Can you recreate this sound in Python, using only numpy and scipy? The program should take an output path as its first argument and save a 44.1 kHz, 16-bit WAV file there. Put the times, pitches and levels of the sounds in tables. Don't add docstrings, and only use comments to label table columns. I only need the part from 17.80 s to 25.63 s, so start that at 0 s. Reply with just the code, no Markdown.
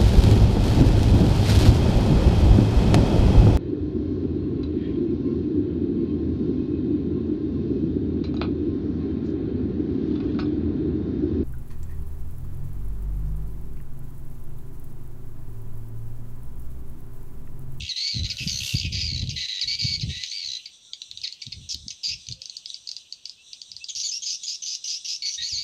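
import sys
import numpy as np
from scipy import signal
from scipy.fft import rfft, irfft, next_fast_len
from scipy.io import wavfile

SR = 44100
rng = np.random.default_rng(int(sys.argv[2]) if len(sys.argv) > 2 else 0)


def store_pcm(level_fs):
    pcm = np.round(np.clip(level_fs, -1, 1) * 32767).astype(np.int16)
    wavfile.write(sys.argv[1], SR, np.atleast_2d(pcm).T)


N = 345303
TIME = np.arange(N) / SR


def from_db(db):
    return 10 ** (np.asarray(db) / 20)


def rms_one(x):
    return x / np.sqrt(np.mean(x ** 2) + 1e-20)


def in_time(curve):
    return np.interp(TIME, *np.transpose(curve))


def add(out, start_s, sound):
    at = int(round(start_s * SR))
    lo, hi = max(at, 0), min(at + len(sound), N)
    if hi > lo:
        out[lo:hi] += sound[lo - at:hi - at]


def coloured(x, spectrum):
    size = next_fast_len(len(x) + 256)
    hz, db = np.transpose(spectrum)
    bins = np.maximum(np.fft.rfftfreq(size, 1 / SR), 1)
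    gain = from_db(np.interp(np.log(bins), np.log(hz), db))
    return irfft(rfft(x, size) * gain, size)[:len(x)]


def noise(spectrum):
    return rms_one(coloured(rng.standard_normal(N), spectrum))


def wander(t, rate):
    knots = rng.standard_normal(int(t[-1] * rate) + 2)
    return np.interp(t * rate, np.arange(len(knots)), knots)


def gate(t, edge_s):
    return np.sin(np.pi / 2 * np.clip(np.minimum(t, t[-1] - t) / edge_s, 0, 1))


def spells(rows, rise_db_per_s, fall_db_per_s):
    levels = [db - rise_db_per_s * np.maximum(start - TIME, 0) - fall_db_per_s * np.maximum(TIME - end, 0)
              for start, end, db in rows]
    return from_db(np.max(levels, axis=0))


# (frequency [Hz], level [dB])
AIR_COLOUR = [(25, -0.5), (60, -2), (110, -2.5), (250, -8.5), (600, -12.5), (1500, -18), (5000, -18.5),
              (10000, -36.5), (13000, -26), (15500, -39)]

def still_air(level_db=-69):
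    return from_db(level_db) * noise(AIR_COLOUR)


# (frequency [Hz], level [dB])
TWITTER_COLOUR = [(2000, -53.5), (2450, -9.5), (2700, -3), (3100, 0), (3600, -6.5), (4500, -37)]
# (start [s], end [s], level [dB])
TWITTER_SPELLS = [(0, 2.85, -50.5), (3.22, 3.87, -59), (4.2, 5.66, -60), (5.6, 6.3, -62), (6.3, 7.83, -67)]

def far_twitter(flicker_db=3.5):
    gain = spells(TWITTER_SPELLS, rise_db_per_s=111, fall_db_per_s=111)
    return noise(TWITTER_COLOUR) * gain * from_db(flicker_db * wander(TIME, 30))


# (start [s], end [s], first pitch [Hz], last pitch [Hz], level [dB])
FAR_CALLS = [(3.06, 3.154, 1420, 1315, -76), (4.023, 4.034, 3840, 3940, -52), (4.53, 4.669, 508, 545, -70),
             (5.56, 5.652, 2550, 2800, -59), (5.998, 6.052, 2540, 2770, -47.5)]

def far_calls(waver=.019):
    out = np.zeros(N)
    for start, end, first, last, db in FAR_CALLS:
        t = np.arange(int((end - start) * SR)) / SR
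        pitch = np.linspace(first, last, len(t)) * (1 + waver * wander(t, 227))
        tone = np.sin(2 * np.pi * np.cumsum(pitch) / SR)
        add(out, start, from_db(db) * rms_one(np.hanning(len(t)) * tone))
    return out


# (frequency [Hz], level [dB])
INSECT_COLOUR = [(2200, -45), (3000, -24), (3400, -2.5), (4000, -0.5), (4900, -28), (5400, -12.5),
                 (5900, -1), (6500, -12), (7800, -15.5), (8400, -13), (8750, -15), (9100, -48.5)]
# (time [s], level [dB])
INSECT_SWELL = [(0, -50), (3.0, -52), (4.2, -54.5), (4.9, -50), (5.3, -56), (5.7, -52.5), (7.83, -50.5)]

def insects(flicker_db=3.5):
    return noise(INSECT_COLOUR) * from_db(in_time(INSECT_SWELL) + flicker_db * wander(TIME, 19))


# (frequency [Hz], level [dB])
SWISH_COLOUR = [(1800, -19.5), (3000, -0.5), (6500, 5.5), (8000, -4.5), (10500, -7.5), (12400, -6),
                (13300, -7), (14000, -22), (15500, -21.5)]
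# (time [s], level [dB])
SWISH_SWELL = [(.38, -94), (.5, -58), (.65, -44.5), (.78, -44), (.87, -35), (.93, -38.5), (1.22, -92.5)]
# (frequency [Hz], level [dB])
WHIRR_COLOUR = [(350, -32), (540, 1.5), (800, -19), (1300, -18.5), (1480, 2), (1650, -19), (1850, -0.5),
                (2200, -23)]
# (start [s], end [s], level [dB])
WHIRR_SPELL = [(.48, .94, -59.5)]

def swish(grain_db=2):
    whirr = spells(WHIRR_SPELL, rise_db_per_s=80, fall_db_per_s=246.5) * noise(WHIRR_COLOUR)
    hiss = from_db(in_time(SWISH_SWELL) + grain_db * wander(TIME, 500)) * noise(SWISH_COLOUR)
    return hiss + whirr


# (time [s], relative level [dB])
SNAPS = [(1.1248, -54), (3.3123, -59), (3.436, -58), (3.9449, -43), (4.5245, -63)]
# (frequency [Hz], gain [dB])
SNAP_COLOUR = [(2000, -20), (6000, 0), (13000, 6), (15500, -6)]

def snaps(t60_s=.012, gain_db=3):
    out, t = np.zeros(N), TIME[:SR // 20]
    for s, db in SNAPS:
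        add(out, s, from_db(db + gain_db - 60 * t / t60_s) * rng.standard_normal(len(t)))
    return coloured(out, SNAP_COLOUR)


# (start [s], end [s], relative level [dB])
GUSTS = [(0, .03, -34.5), (.35, .5, -31.5), (.61, .72, -29), (.8, .82, -34), (.94, 1.55, -31),
         (1.84, 2, -47.5), (2.01, 2.19, -36), (2.2, 2.3, -28.5), (2.64, 2.7, -56), (3.3, 3.41, -60),
         (3.67, 3.85, -43.5), (3.95, 4.08, -47.5), (4.28, 4.35, -43.5), (4.485, 4.51, -39),
         (5.9, 5.95, -55.5), (6.16, 6.19, -57), (7.58, 7.61, -52.5), (7.73, 7.83, -51.5)]
# (frequency [Hz], level [dB])
GUST_COLOUR = [(15, -69), (25, -8), (75, 3), (124, -2), (205, -13), (318, -27.5), (356, -28.5), (608, -39),
               (738, -44), (1200, -85.5), (1560, -102), (2640, -120)]

def gusts(gain_db=-2.5, buffet_db=3):
    flow = spells(GUSTS, rise_db_per_s=1302, fall_db_per_s=259)
    return flow * from_db(gain_db + buffet_db * wander(TIME, 32)) * noise(GUST_COLOUR)


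# (time [s], relative level [dB], frequency [Hz])
PUFFS = [(0.368, -16, 119), (0.445, -19.5, 106), (.67, -16.5, 153), (.949, -10, 113), (1.051, -18, 108),
         (1.326, -19.5, 121), (1.433, -14, 97), (1.491, -18, 110), (2.051, -13.5, 121), (2.114, -22, 105),
         (2.237, -16.5, 133), (3.679, -29.5, 120), (3.953, -31.5, 77), (4.067, -29.5, 204),
         (4.506, -29, 103.4), (7.734, -32.5, 80)]
# (frequency [Hz], level [dB])
EDDY_COLOUR = [(60, -7.5), (150, 5.5), (240, 0), (340, -11), (500, -26), (900, -35), (2000, -74)]

def puffs(gain_db=-4.5, half_width_cycles=.85, grit=.24):
    pushes, stir = np.zeros(N), np.zeros(N)
    t = TIME[:SR // 10] - 1 / 20
    for s, db, hz in PUFFS:
        swell = from_db(db + gain_db) * np.exp(-(t * hz / half_width_cycles) ** 2)
        add(pushes, s + t[0], swell * np.sin(2 * np.pi * (hz * t + rng.random())))
        add(stir, s + t[0], swell)
    return pushes + grit * stir * noise(EDDY_COLOUR)


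def bank_echo(x, near_t60_s=.13, far_t60_s=1, far_db=-22, build_s=.0017):
    t = TIME[:SR * 3 // 4]
    decay = from_db(-60 * t / near_t60_s) + from_db(far_db - 60 * t / far_t60_s)
    response = rng.standard_normal(len(t)) * decay * (1 - np.exp(-t / build_s))
    echo = signal.fftconvolve(x, response / np.linalg.norm(response))[:N]
    return coloured(echo, [(1800, 9), (3000, -.5), (8000, .5), (11000, -1)])


# (frequency [Hz], gain [dB])
BEAK_COLOUR = [(1000, -67.5), (1600, -38), (1950, -16), (2600, -1.5), (3200, 1.5), (4000, 4.5), (4700, 5),
               (5500, -0.5), (6300, 4.5), (7000, -5.5), (7800, -23), (8900, -27.5), (9900, -36),
               (11100, -18), (12500, -37.5), (15500, -54)]

def syrinx(pitch, envelope, tilt_db, rough, first_db=-9, third_db=-10,
           waver=.011, jitter=.0345, slip_rad=.65, shimmer_db=4, rasp_db=-3):
    t = np.arange(len(pitch)) / SR
    shake = np.minimum(rough * from_db(3 * wander(t, 159.5)), 1)
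    shaken_pitch = pitch * (1 + (waver + shake * jitter) * wander(t, 450))
    phase = 2 * np.pi * np.cumsum(shaken_pitch) / SR
    slips = shake * slip_rad * wander(t, 2200)
    upper_db = -9 + min(tilt_db, 0)
    levels = [first_db - tilt_db, 0, third_db + tilt_db, upper_db, upper_db]
    tone = sum(from_db(db) * np.sin(k * phase + (3 if k == 1 else k) * slips) * (k * pitch < SR / 2)
               for k, db in enumerate(levels, 1))
    above_pitch = signal.butter(8, np.clip(np.median(pitch), 1000, 5000), "high", fs=SR, output="sos")
    rasp = 2 * shake * from_db(rasp_db) * signal.sosfilt(above_pitch, rng.standard_normal(len(t)))
    voice = (rms_one(tone) + rasp) * from_db(shake * shimmer_db * wander(t, 450))
    return rms_one(coloured(voice * envelope, BEAK_COLOUR))


# (time [s], relative level [dB], octave of the voice [Hz])
TICKS = [(0.4331, -20.5, 3950), (0.4904, -25.5, 4510), (0.5689, -22, 3940), (1.4394, -30, 4350),
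         (1.4728, -25, 4000), (1.492, -21.5, 4060), (1.951, -22, 4560), (2.1966, -22, 3980),
         (3.1333, -19, 3680), (3.2176, -20, 3880), (3.3126, -21, 3860), (3.3734, -22, 3950),
         (3.4155, -25, 4480), (3.5244, -22, 4790), (3.6658, -23, 3900), (3.9442, -17, 4150),
         (4.0812, -19, 5090), (4.4675, -27.5, 5100), (4.486, -19.5, 4950), (4.5125, -24, 4470),
         (4.5231, -20.5, 4580), (4.6175, -22.5, 4920), (4.656, -21.5, 5020), (4.6963, -21, 4420),
         (4.7674, -19.5, 4860), (4.8578, -20, 4320), (4.9013, -21, 3940), (4.9426, -20, 4950),
         (5.0727, -22.5, 4580), (5.0896, -18, 4730), (5.0934, -27, 4860), (5.1143, -18.5, 5070),
         (5.1647, -20.5, 4880), (5.3241, -20, 4460), (5.4549, -20.5, 4850), (5.4945, -22, 4940),
         (5.7311, -23, 4870), (5.816, -23.5, 5030), (5.916, -23, 4870), (5.965, -21.5, 4750),
         (6.0417, -20.5, 4870), (6.1506, -21.5, 5530), (7.0417, -23, 5500)]

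def ticks(length_s=.003, lag_s=.0015, fall_octaves=.82, gain_db=-8, reflection_s=.0014, loss_db=7.5):
    out = np.zeros(N)
    for s, db, hz in TICKS:
        stretch = np.exp(.18 * rng.standard_normal())
        u = np.linspace(0, 1, max(int(stretch * length_s * SR), 64))
        envelope = np.sin(np.pi / 2 * np.interp(u, [0, .35, 1], [0, 1, 0])) ** 2
        middle = np.average(u, weights=envelope ** 2)
        fall_scale, path_scale = rng.uniform(.6, 1.5, 2)
        pitch = hz / 2 * 2 ** (fall_scale * fall_octaves * (middle - u))
        tick = syrinx(pitch, envelope, tilt_db=3, rough=.45, first_db=-15, third_db=-13)
        start = s + lag_s - middle * len(u) / SR
        for k in range(3):
            add(out, start + k * path_scale * reflection_s, from_db(db + gain_db - k * loss_db) * tick)
    return out


def chips(start, end, rate, first, last, tilt_db, slowing, hook=0, hook_s=.001, chip_s=.0068):
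    out = np.zeros(N)
    t = np.arange(int(chip_s * SR)) / SR
    envelope = gate(t, edge_s=.0013) * from_db(-3 * t / t[-1])
    for u in np.linspace(0, 1, int(round((end - start) * rate)) + 1):
        centre = start + (end - start) * (u + slowing * u * (u - 1))
        held_hz = (first + (last - first) * u) * (1 + .026 * rng.standard_normal())
        pitch = held_hz * (1 + hook * np.exp(-(t / hook_s) ** 2 / 2))
        gain = from_db(.5 * rng.standard_normal())
        add(out, centre - chip_s / 2, gain * syrinx(pitch, envelope, tilt_db, rough=.43))
    return out


# (first peep [s], last peep [s], pitch [Hz], level [dB])
PEEP_RUNS = [(.009, 0.083, 2600, -34), (.807, .942, 2710, -30), (1.016, 1.034, 2480, -30)]

def peeps(per_s=67):
    return sum(from_db(db) * chips(start, end, per_s, hz, hz, tilt_db=-40, slowing=.06, hook=.737)
               for start, end, hz, db in PEEP_RUNS)


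# (first chip [s], last chip [s], rate [1/s], first pitch [Hz], last pitch [Hz],
# tilt [dB/harmonic], level [dB])
TRILLS = [(0.326, 0.396, 95, 2134, 1934, -2.5, -30), (0.719, 0.791, 70, 2226, 2140, 0, -29),
          (0.707, .792, 72, 2990, 3120, 3, -31.5), (0.956, 1.001, 67, 2255, 2320, -2, -25.5),
          (1.215, 1.317, 85, 2420, 2214, -4.5, -28.5), (1.335, 1.397, 62, 2196, 2080, -3, -28.5),
          (1.687, 1.795, 105, 2060, 1952, -9.5, -30), (2.464, 2.515, 78, 1934, 2064, 11, -35),
          (2.518, 2.641, 95, 2366, 2180, -7, -32.5), (2.649, 2.771, 67, 2100, 1973, 1.5, -29)]

def trills():
    return sum(from_db(db) * chips(start, end, rate, first, last, tilt_db, slowing=.17)
               for start, end, rate, first, last, tilt_db, db in TRILLS)


def note(length_s, pitches, tilt_db, rough, buzz_hz=175, unevenness=.247, buzz_depth=.498, swing=.087):
    t = np.arange(int(length_s * SR)) / SR
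    arch = np.polyval(np.polyfit([0, .5, 1], pitches, 2), t / t[-1])
    cycle = 2 * np.pi * np.cumsum(buzz_hz * (1 + unevenness * wander(t, buzz_hz))) / SR
    pinch = ((1 - np.cos(cycle)) / 2) ** 2
    envelope = gate(t, edge_s=.002) * (1 - buzz_depth * np.sqrt(2 * rough) * pinch)
    return syrinx(arch * (1 + swing * rough * np.sin(cycle)), envelope, tilt_db, rough)


def glide(first, last):
    return [first, last + .28 * (first - last), last]


# (start [s], length [s], last pitch [Hz], level [dB])
SLURS = [(.497, 0.027, 2040, -28.5), (1.416, 0.011, 1790, -32.5), (1.492, 0.025, 2430, -32.5),
         (1.81, 0.037, 1926, -25.5), (2.208, 0.028, 2053, -31), (2.856, 0.0095, 2120, -34.5),
         (3.434, .026, 1920, -29), (3.472, 0.0093, 2000, -29.5), (3.617, 0.0098, 2035, -32),
         (3.721, .01, 1950, -31.5), (4.104, 0.0089, 2437, -31.5), (6.085, 0.024, 3076, -31.5)]

def slurs(fall_octaves=.45):
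    out = np.zeros(N)
    for start, length, last, db in SLURS:
        pitches = glide(last * 2 ** fall_octaves, last)
        add(out, start, from_db(db) * note(length, pitches, tilt_db=-5.5, rough=.4))
    return out


# (start [s], end [s], first pitch [Hz], last pitch [Hz], tilt [dB/harmonic],
# roughness [0-1], level [dB])
RASPS = [(.091, .125, 2230, 1965, -3, 0.34, -28), (.16, .32, 2013, 2285, -4.5, 0.39, -28.5),
         (0.442, .469, 2150, 1952, -8, 0.5, -30), (.582, 0.643, 2650, 2603, -19, 0.58, -33),
         (0.672, 0.706, 2450, 2480, -8, 0.67, -28.5), (1.045, 1.068, 2620, 2477, -23, 0.51, -32),
         (1.121, 1.219, 2431, 2363, -11.5, 0.59, -30.5), (1.56, 1.663, 2000, 2003, -11.5, 0.5, -30),
         (1.874, 1.956, 2194, 2328, -5.5, 0.36, -26.5), (1.989, 2.164, 2324, 2238, -4, 0.4, -27.5),
         (2.29, 2.451, 1867, 2016, -15.5, 0.4, -34.5), (3.89, 3.932, 2860, 2624, 11.5, 0.53, -30.5),
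         (4.233, 4.305, 2480, 2340, 3.5, 0.48, -28), (4.304, 4.345, 2450, 2647, -5.5, 0.4, -31.5),
         (6.158, 6.226, 2730, 2910, 9, 0.5, -30), (6.231, 6.275, 2330, 2222, 10.5, 0.27, -29.5),
         (6.246, 6.284, 3450, 3580, 5, 0.26, -33.5), (6.282, 6.303, 3550, 3050, 6.5, 0.24, -29.5),
         (6.314, 6.382, 2480, 2845, 7, .22, -31), (7.421, 7.497, 2277, 2226, -4.5, 0.39, -29.5),
         (7.454, 7.562, 3050, 2900, 10, 0.4, -33.5), (7.578, 7.629, 1860, 1909, -14, 0.2, -32),
         (7.618, 7.684, 2060, 2280, 4.5, .44, -30), (7.685, 7.773, 3200, 2063, 5.5, 0.28, -30),
         (7.772, 7.833, 2250, 2339, 0.5, 0.44, -31)]

def rasps():
    out = np.zeros(N)
    for start, end, first, last, tilt_db, rough, db in RASPS:
        add(out, start, from_db(db) * note(end - start, glide(first, last), tilt_db, rough))
    return out


# (start [s], length [s], upper pitch [Hz], relative level [dB])
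SCOLDS = [(6.421, 0.14, 3170, -30.5), (6.632, .129, 3383, -32.5), (6.821, .139, 3040, -32),
          (7.04, .137, 2880, -31), (7.246, 0.12, 2802, -31)]

def scolds(sag=.031, lower_hz=(2520, 2520, 2880)):
    out = np.zeros(N)
    chirp_ends, lower_joins, upper_ends = .17, .27, .8
    for start, length, hz, db in SCOLDS:
        top, bottom = hz * (1 + sag), hz * (1 - sag)
        chirp = note(length * chirp_ends, [top, hz, top], tilt_db=.5, rough=.36)
        upper = note(length * (upper_ends - chirp_ends), [top, hz, bottom], tilt_db=6, rough=.5)
        lower = note(length * (1 - lower_joins), lower_hz, tilt_db=8, rough=.41)
        add(out, start, from_db(db - .5) * chirp)
        add(out, start + length * chirp_ends, from_db(db - 3.5) * upper)
        add(out, start + length * lower_joins, from_db(db - .5) * lower)
    return out


def scene(song_echo_db=-5, tick_echo_db=-7.5):
    song = rasps() + slurs() + scolds() + trills() + peeps()
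    ticking = ticks()
    echo = bank_echo(from_db(song_echo_db) * song + from_db(tick_echo_db) * ticking)
    background = far_calls() + insects() + far_twitter() + still_air() + swish() + snaps()
    wind = gusts() + puffs()
    return (song + ticking + echo + background + wind)[None]


def record(dry, low_cut_hz=40, high_cut_hz=15500):
    low_cut = signal.butter(2, low_cut_hz, "high", fs=SR, output="sos")
    high_cut = signal.ellip(10, .1, 80, high_cut_hz, fs=SR, output="sos")
    return signal.sosfilt(high_cut, signal.sosfilt(low_cut, dry))


dry = scene()
out = record(dry)
store_pcm(out)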